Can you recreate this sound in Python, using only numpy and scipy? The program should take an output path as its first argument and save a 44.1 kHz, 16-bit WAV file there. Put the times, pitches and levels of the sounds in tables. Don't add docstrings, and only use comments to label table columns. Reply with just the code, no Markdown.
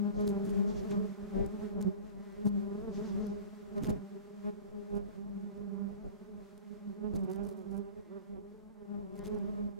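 import sys
import numpy as np
from scipy.fft import rfft, irfft, next_fast_len
from scipy.io import wavfile
from scipy.ndimage import map_coordinates

SR = 44100
rng = np.random.default_rng(int(sys.argv[2]) if len(sys.argv) > 2 else 0)


def generate_wav(sig):
    pcm = np.round(np.clip(np.atleast_2d(sig).T, -1, 1) * 32767).astype(np.int16)
    wavfile.write(sys.argv[1], SR, pcm)


N = 431738
TIME = np.arange(N) / SR
USUAL_HZ, USUAL_DB = 200, -36
SHUDDER_DB = 2.5


# centre in seconds, half length in seconds, level in dB.
NASAL_TURNS = [(1.405, .058, -60.5), (1.65, 0.031, -64.5), (2.3, 0.15, -69.5), (4.47, 0.037, -69),
               (6.8, 0.26, -79.5), (8.14, 0.23, -75)]
# frequency in Hz, relative level in dB.
NASAL_OVERTONES = [(600, -11), (1000, -0.5), (1400, -9.5), (1700, -7), (2020, -4.5), (2450, -18.5),
                   (3500, -20), (5000, -23.5)]
NASAL_DB = -81


def near_bee(cycles):
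    hum_db, octave_db = closeness()
    _, pan_db = course()
    crowd_db, = curves(CROWD_LEVEL)
    rasp_gain = amp(octave_db - 19.0) + amp(hum_db - 32.0)
    rasp_db = decibels(rasp_gain) + 4.2 * wobble(20)
    turn = 0.38 + 0.047 * wobble(5.4)
    loose = unsteadiness()
    hum_db = hum_db + 2 * loose * wobble(30)
    octave_db = octave_db + 2 * loose * wobble(22)
    bee = wings(cycles, USUAL_HZ, hum_db, octave_db, rasp_db, turn, SHUDDER_DB * loose)
    lasting_edge = amp(NASAL_DB + crowd_db - USUAL_DB + 8.8 * wobble(9))
    edge = lasting_edge + swells(NASAL_TURNS, order=4)
    nasal = edge * rasp(cycles, USUAL_HZ, NASAL_OVERTONES)
    return panned(pan_db + 2.85 * wobble(14)) * bee + nasal


# centre in seconds, half length in seconds, hum level in dB, octave level in dB,
# wingbeat in Hz, left-over-right level in dB.
NEAR_PASSES = [(0.046, 0.063, -30.5, -44, 204.2, 10.5), (0.218, 0.064, -37, -37.5, 208.7, -4),
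               (0.351, 0.13, -34, -39, 198.5, 3.5), (0.596, 0.079, -28.5, -41, 195.4, 5.5),
               (0.692, 0.049, -45.5, -43, 206.1, 1), (0.939, 0.041, -40.5, -36, 203, -2),
               (1.01, 0.064, -33, -56, 199.4, -7), (1.398, 0.061, -33.5, -36, 195, 14.5),
               (1.64, 0.03, -39, -42, 210.6, -6), (1.788, 0.021, -33, -40.5, 193.6, 1),
               (1.878, 0.028, -28, -36.5, 189.4, -7), (2.463, 0.016, -28.5, -40.5, 207, 8),
               (2.563, 0.091, -32.5, -52, 202, 2.5), (3.118, 0.17, -37.5, -52, 204, -3),
               (3.298, 0.055, -40.5, -50, 206.1, 26), (3.786, 0.03, -33, -36, 205.2, -1.5),
               (3.914, 0.042, -36.5, -36, 201.8, 1), (4.161, 0.032, -48.5, -49, 203, 6),
               (4.477, 0.031, -33, -36.5, 210.7, 2), (4.795, 0.055, -46.5, -45.5, 208.2, 17),
               (4.951, 0.05, -36, -37, 204, -6.5), (5.334, 0.15, -44.5, -67, 199.3, 2),
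               (5.627, 0.17, -44, -53.5, 196.8, -18.5), (5.824, 0.079, -36, -52.5, 198.7, -26),
               (6.339, 0.092, -50, -55.5, 206.6, 6), (6.72, 0.064, -47, -60, 208, -23),
               (6.886, 0.044, -42, -57, 204.1, -2), (7.055, 0.041, -31.5, -39.5, 212.5, -12),
               (7.213, 0.084, -35, -46, 195.4, -0.5), (7.426, 0.074, -36, -42, 197.8, -14.5),
               (7.752, 0.08, -38, -42.5, 198, -15), (7.987, 0.03, -50, -44.5, 209.7, 4.5),
               (8.332, 0.078, -45.5, -51.5, 198, -4), (8.961, 0.092, -40, -49.5, 205.8, 7),
               (9.339, 0.039, -36, -38, 208, -8), (9.437, 0.055, -33, -50, 203, -5),
               (9.602, 0.068, -34, -48.5, 204.6, -2)]


def closeness():
    rows = np.array(NEAR_PASSES)
    hum = swells(rows[:, [0, 1, 2]])
    octave = swells(rows[:, [0, 1, 3]])
    return decibels(hum), decibels(octave)


def course():
    *_, beat_hz, pan_db = curves(NEAR_PASSES)
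    return beat_hz, pan_db


NEAR_STEADY = .4


def unsteadiness():
    hum_db, _ = closeness()
    return NEAR_STEADY + (1 - NEAR_STEADY) / (1 + amp(2 * (hum_db - USUAL_DB + 9.5)))


WAVER, FLICKER = 0.01383, 0.01684


def near_wingbeat():
    beat_hz, _ = course()
    waver = unsteadiness() * (WAVER * wobble(12) + FLICKER * wobble(40))
    return np.cumsum(beat_hz * (1 + waver)) / SR


# frequency in Hz, relative level in dB.
WING_OVERTONES = [(600, 8.5), (820, 3.5), (1030, 0.5), (1400, -5), (1950, -15), (2700, -22), (5000, -38)]


def wings(cycles, beat_hz, hum_db, octave_db, rasp_db, turn, shudder_db):
    ears = np.array([cycles + turn / 2, cycles - turn / 2])
    hum = amp(hum_db) * tone(ears)
    octave = amp(octave_db) * tone(cycles + ears + rng.random())
    paths = cycles + (ears - cycles) * 0.17
    overtones = amp(rasp_db) * rasp(paths, beat_hz, WING_OVERTONES)
    return amp(shudder_db * wobble(90)) * (hum + octave + overtones)


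def tone(cycles):
    return np.sqrt(2) * np.sin((2 * np.pi * (cycles % 1)).astype(np.float32))


STEER_RAD, STEER_RATE = .7, 18


def rasp(cycles, beat_hz, overtones, count=28, size=2048):
    k = np.arange(3, count)
    phases = np.exp(2j * np.pi * rng.random((2, len(k))))
    lines = np.zeros((2, size // 2 + 1), complex)
    lines[:, k] = amp(along(overtones, k * beat_hz)) * phases
    first, second = unit(irfft(lines))
    place = (cycles * size).astype(int) % size
    steer = (STEER_RAD * wobble(STEER_RATE)).astype(np.float32)
    return np.cos(steer) * first[place] + np.sin(steer) * second[place]


# time in seconds, hum level in dB.
CROWD_LEVEL = [(0, -42.5), (.9, -35.5), (1.15, -44), (1.85, -38.5), (2.08, -47.5), (2.35, -46),
               (2.48, -39.5), (3.3, -38.5), (3.52, -48.5), (3.9, -42), (4.3, -49), (5.8, -45.5),
               (6.6, -52.5), (7.25, -43), (8, -53), (8.65, -53), (9.38, -39), (9.79, -44.5)]
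NEIGHBOUR_BEATS = (196, 203, 207, 211)
OCTAVE_DB = -5.5
RASP_DB, RASP_GROWS = -55.5, 0.86
SURGE_RATE, SURGE_DB = 15, 3.5
SURGE_PITCH = .027


def other_bees():
    crowd_db, = curves(CROWD_LEVEL)
    efforts = np.array([wobble(SURGE_RATE) for _ in NEIGHBOUR_BEATS])
    together_db = decibels(np.linalg.norm(amp(SURGE_DB * efforts), axis=0))
    out = np.zeros((2, N))
    for beat_hz, effort in zip(NEIGHBOUR_BEATS, efforts):
        drift = SURGE_PITCH * (effort - .8) + .014 * wobble(32) + .008 * wobble(80)
        cycles = np.cumsum(beat_hz * (1 + drift)) / SR
        share_db = SURGE_DB * effort - together_db
        hum_db = crowd_db - 2.5 + share_db + 2 * wobble(24)
        rasp_db = RASP_DB + RASP_GROWS * (crowd_db - USUAL_DB) + share_db
        rasp_db = rasp_db + 0.14 * (beat_hz - USUAL_HZ)
        turn = 0.27 + 0.14 * wobble(3)
        octave_db = hum_db + OCTAVE_DB + 3 * wobble(15)
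        bee = wings(cycles, beat_hz, hum_db, octave_db, rasp_db, turn, SHUDDER_DB)
        out += panned(-1.2 + 4 * wobble(4.3)) * bee
    return out


# time in seconds, wingbeat in Hz, octave level in dB.
LABOURED_BEATS = [(7.1, 205, -67), (7.17, 198, -50), (7.26, 184.9, -44.5), (7.37, 194, -46.5),
                  (7.455, 199.4, -57), (7.51, 190.6, -48.5), (7.61, 189, -48), (7.645, 174.2, -53),
                  (7.69, 196.4, -62), (7.82, 194.1, -49), (7.92, 200.7, -55), (8.04, 181.4, -71),
                  (8.08, 163.6, -56), (8.115, 192, -48), (8.17, 197.7, -46.5), (8.22, 179.3, -61),
                  (8.29, 201.5, -63), (8.38, 191.9, -52), (8.48, 198.4, -60), (8.56, 207, -80)]


def labouring_bee():
    beat_hz, octave_db = curves(LABOURED_BEATS)
    cycles = np.cumsum(beat_hz * (1 + 0.008 * wobble(55))) / SR
    effort_db = octave_db + 2.8 * wobble(35)
    bee = wings(cycles, USUAL_HZ, effort_db - 4, effort_db + 1, effort_db - 11, turn=0.32, shudder_db=1)
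    return panned(-5.5)[:, None] * bee


# start in seconds, length in seconds, tick level in dB, thud level in dB.
WING_BRUSHES = [(.195, .028, -60, -76), (.268, .046, -56, -62), (0.443, .072, -60, -66),
                (0.902, 0.025, -69, -50), (1.81, 0.024, -57.5, -58), (2.452, 0.041, -57, -69),
                (3.761, 0.033, -66, -63.5), (3.828, 0.049, -53, -53.5), (3.891, 0.022, -51, -55.5),
                (4.95, 0.03492, -63, -77), (7.15, 0.021, -56, -69), (7.189, .028, -69, -76),
                (7.234, .018, -62, -75), (7.298, 0.072, -62, -73), (7.433, .04, -62, -78),
                (7.48, 0.059, -63.5, -81), (7.565, .065, -69.5, -82), (7.705, 0.091, -69.5, -88),
                (9.155, 0.041, -65.5, -80), (9.239, 0.046, -58.5, -57.5)]
# frequency in Hz, relative level in dB per Hz.
TICK_SPECTRUM = [(300, 8), (2000, -22), (4500, -4.5), (10000, -5), (15500, -12.5)]
# frequency in Hz, relative level in dB per Hz.
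THUD_SPECTRUM = [(300, 9), (2000, 4), (5500, 0.5), (8000, -7), (15500, -34)]
STRAY_DB, STRAY_SHARE = -65.5, 0.019
TOUCH_EDGE_S = .004
TOUCH_FADE_DB = 3.5
SCRAPE_DB = -16


def brushes(cycles):
    crowd_db, = curves(CROWD_LEVEL)
    beat = cycles.astype(int)
    strays = (rng.random(size=4096) < STRAY_SHARE)[beat]
    sharp = strays * amp(STRAY_DB + crowd_db - USUAL_DB)
    dull = np.zeros(N)
    for s, length, tick_db, thud_db in WING_BRUSHES:
        near = slice(*np.searchsorted(TIME, [s - length, s + 2 * length]))
        t = (TIME[near] - s) / TOUCH_EDGE_S
        fade_db = TOUCH_FADE_DB * (.5 - (TIME[near] - s) / length)
        pressure = amp(fade_db) * (np.tanh(t) - np.tanh(t - length / TOUCH_EDGE_S)) / 2
        sharp[near] += amp(tick_db) * pressure
        dull[near] += amp(thud_db) * pressure
    strength = amp(4 * rng.standard_normal(size=4096))[beat]
    ticks = unit(amp(-26 * np.cos(2 * np.pi * cycles)) * strength)
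    contact = np.hypot(ticks, amp(SCRAPE_DB))
    touch = sharp * noise(TICK_SPECTRUM, side_db=-6.5) + dull * noise(THUD_SPECTRUM, side_db=-13)
    return amp(-2.5) * contact * touch


# start in seconds, crack level in dB, low push level in dB.
WING_STRIKES = [(.278, -57, -41), (.452, -51, -45), (0.908, -42.5, -50), (1.462, -40, -39),
                (1.809, -52, -38), (1.848, -62, -35), (2.462, -55, -50), (3.268, -43.5, -51),
                (3.836, -38, -31), (3.854, -41, -33), (3.894, -39.5, -37), (3.906, -41.5, -31),
                (6.578, -47.5, -68), (7.138, -53, -33), (7.489, -46, -43), (7.777, -46, -46),
                (9.191, -43, -54), (9.269, -41, -41)]
CRACK_T60_S, PUSH_T60_S = 0.011, 0.034
PUSH_HZ, PUSH_UPPER_HZ, PUSH_UPPER_DB = 172, 382, -3


def strikes():
    t = np.arange(SR // 10) / SR
    crack, push = np.zeros(N), np.zeros(N)
    for s, crack_db, push_db in WING_STRIKES:
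        start = round(s * SR)
        hit = slice(start, start + len(t))
        angle = 2 * np.pi * t * np.exp(0.084 * rng.standard_normal())
        tones = np.sin(PUSH_HZ * angle) + amp(PUSH_UPPER_DB) * np.sin(PUSH_UPPER_HZ * angle)
        crack[hit] += amp(crack_db - 7.0 - 60 * t / CRACK_T60_S)
        push[hit] += amp(push_db - 60 * t / PUSH_T60_S) * tones
    return crack * noise(TICK_SPECTRUM, side_db=-5.5) - push


# centre in seconds, half length in seconds, level in dB.
BUMP_MOMENTS = [(0.476, 0.021, -40), (0.93, 0.041, -44), (2.472, 0.01, -35.5), (3.829, 0.021, -37.5),
                (3.897, 0.018, -30), (3.973, 0.019, -42), (7.16, 0.021, -39.5), (7.25, 0.016, -44.5)]
# frequency in Hz, relative level in dB per Hz.
FLUTTER_SPECTRUM = [(25, -48), (170, 15), (330, 1.5), (500, -11), (900, -16.5), (8000, -51)]


def bumps():
    return swells(BUMP_MOMENTS) * noise(FLUTTER_SPECTRUM, side_db=-4.0)


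# time in seconds, level in dB.
SWISH_COURSE = [(0.0, -65.5), (0.84, -63), (1.06, -64.5), (1.66, -65.5), (2.02, -69), (2.81, -66.5),
                (3.16, -63.5), (3.43, -67), (5.18, -71.5), (7.01, -72.5), (7.28, -70.5), (8.81, -80.5),
                (9.3, -69), (9.79, -74.5)]
# frequency in Hz, relative level in dB per Hz.
SWISH_SPECTRUM = [(300, -52.5), (700, 4.5), (1200, 10.5), (2000, 6), (3000, 0), (5200, -2), (8000, -5.5),
                  (9500, -10), (15500, -13)]
# centre in seconds, half length in seconds, level in dB.
WHISK_MOMENTS = [(.2, 0.061, -63), (.7, 0.034, -62.5), (.78, 0.031, -62), (.93, 0.049, -68.5),
                 (2.96, 0.04, -63), (3.08, 0.049, -64.5), (3.27, 0.091, -66.5)]
# frequency in Hz, relative level in dB per Hz.
WHISK_SPECTRUM = [(1500, -15), (5000, -6.5), (6500, -8.5), (11000, -34)]
# centre in seconds, half length in seconds, level in dB.
WASH_PUFFS = [(.3, 0.069, -50), (1.38, 0.13, -46.5), (1.78, 0.17, -53), (2.48, 0.053, -46),
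              (3.88, 0.063, -56), (4.96, 0.067, -45.5), (7.155, 0.032, -40.5), (7.24, 0.023, -43.5),
              (9.3, 0.24, -56)]
# frequency in Hz, relative level in dB per Hz.
WASH_SPECTRUM = [(15, -5), (35, -1), (140, -11.5), (700, -17.5), (2000, -94)]
WASH_DB, WASH_GROWS = -46, 1


def stirred_air(cycles):
    swish_db, = curves(SWISH_COURSE)
    crowd_db, = curves(CROWD_LEVEL)
    _, octave_db = closeness()
    push_db = decibels(np.hypot(amp(crowd_db), amp(octave_db + 2.0)))
    stroke = np.cos(2 * np.pi * cycles)
    soft_strokes, sharp_strokes = unit(amp(1.9 * stroke)), unit(amp(5.9 * stroke))
    eddies_db = 1.5 * wobble(12)
    swish = amp(swish_db + 0.2 + 0.18 * (push_db - crowd_db)) * noise(SWISH_SPECTRUM, side_db=-4.0)
    whisks = swells(WHISK_MOMENTS) * noise(WHISK_SPECTRUM, side_db=-5.0)
    turbulence = amp(eddies_db) * (soft_strokes * swish + sharp_strokes * whisks)
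    wash = np.hypot(amp(WASH_DB + WASH_GROWS * (push_db - USUAL_DB)), swells(WASH_PUFFS))
    rumble = wash * amp(4.7 * wobble(17)) * noise(WASH_SPECTRUM, side_db=10.5)
    return turbulence + rumble


# frequency in Hz, relative level in dB per Hz.
MEADOW_SPECTRUM = [(20, 5.5), (100, -13), (300, 0), (1000, -5), (3000, -19.5), (8000, -19), (15500, -25.5)]


def meadow_air():
    return amp(-76.0) * noise(MEADOW_SPECTRUM, side_db=-7.5)


def noise(spectrum, side_db):
    mid, side = filtered(rng.standard_normal((2, N)), lambda hz: amp(along(spectrum, hz)))
    side = amp(side_db) * side
    return unit(np.array([mid + side, mid - side]))


def swells(rows, order=2):
    out = np.zeros(N)
    for s, half, db in rows:
        near = slice(*np.searchsorted(TIME, [s - np.pi * half, s + np.pi * half]))
        out[near] += amp(db) * np.exp(-np.abs((TIME[near] - s) / half) ** order)
    return out


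def panned(pan_db):
    gains = amp(np.array([pan_db, -pan_db]) / 2)
    return gains / np.sqrt(np.mean(gains ** 2, axis=0))


def wobble(rate):
    coarse = np.linspace(0, TIME[-1], num=4000)
    knots = rng.standard_normal(size=2048)
    return np.interp(TIME, coarse, map_coordinates(knots, [coarse * rate], mode="wrap"))


def curves(rows):
    s, *cols = np.transpose(rows)
    return [np.interp(TIME, s, c) for c in cols]


def along(points, hz):
    f, v = np.transpose(points)
    return np.interp(np.log(hz + 1), np.log(f + 1), v)


def filtered(x, response):
    m = next_fast_len(N + SR // 4)
    return irfft(rfft(x, m) * response(np.fft.rfftfreq(m, 1 / SR)), m)[..., :N]


def amp(db):
    return 10 ** (np.asarray(db) / 20)


def decibels(gain):
    return 20 * np.log10(gain + 1e-6)


def unit(x):
    return x / np.sqrt(np.mean(x ** 2) + 1e-20)


def scene():
    cycles = near_wingbeat()
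    bees = near_bee(cycles) + other_bees() + labouring_bee()
    touches = brushes(cycles) + strikes() + bumps()
    return bees + touches + stirred_air(cycles) + meadow_air()


TOP_HZ = 15850


def record(dry):
    return filtered(dry, lambda hz: hz < TOP_HZ)


dry = scene()
out = record(dry)
generate_wav(out)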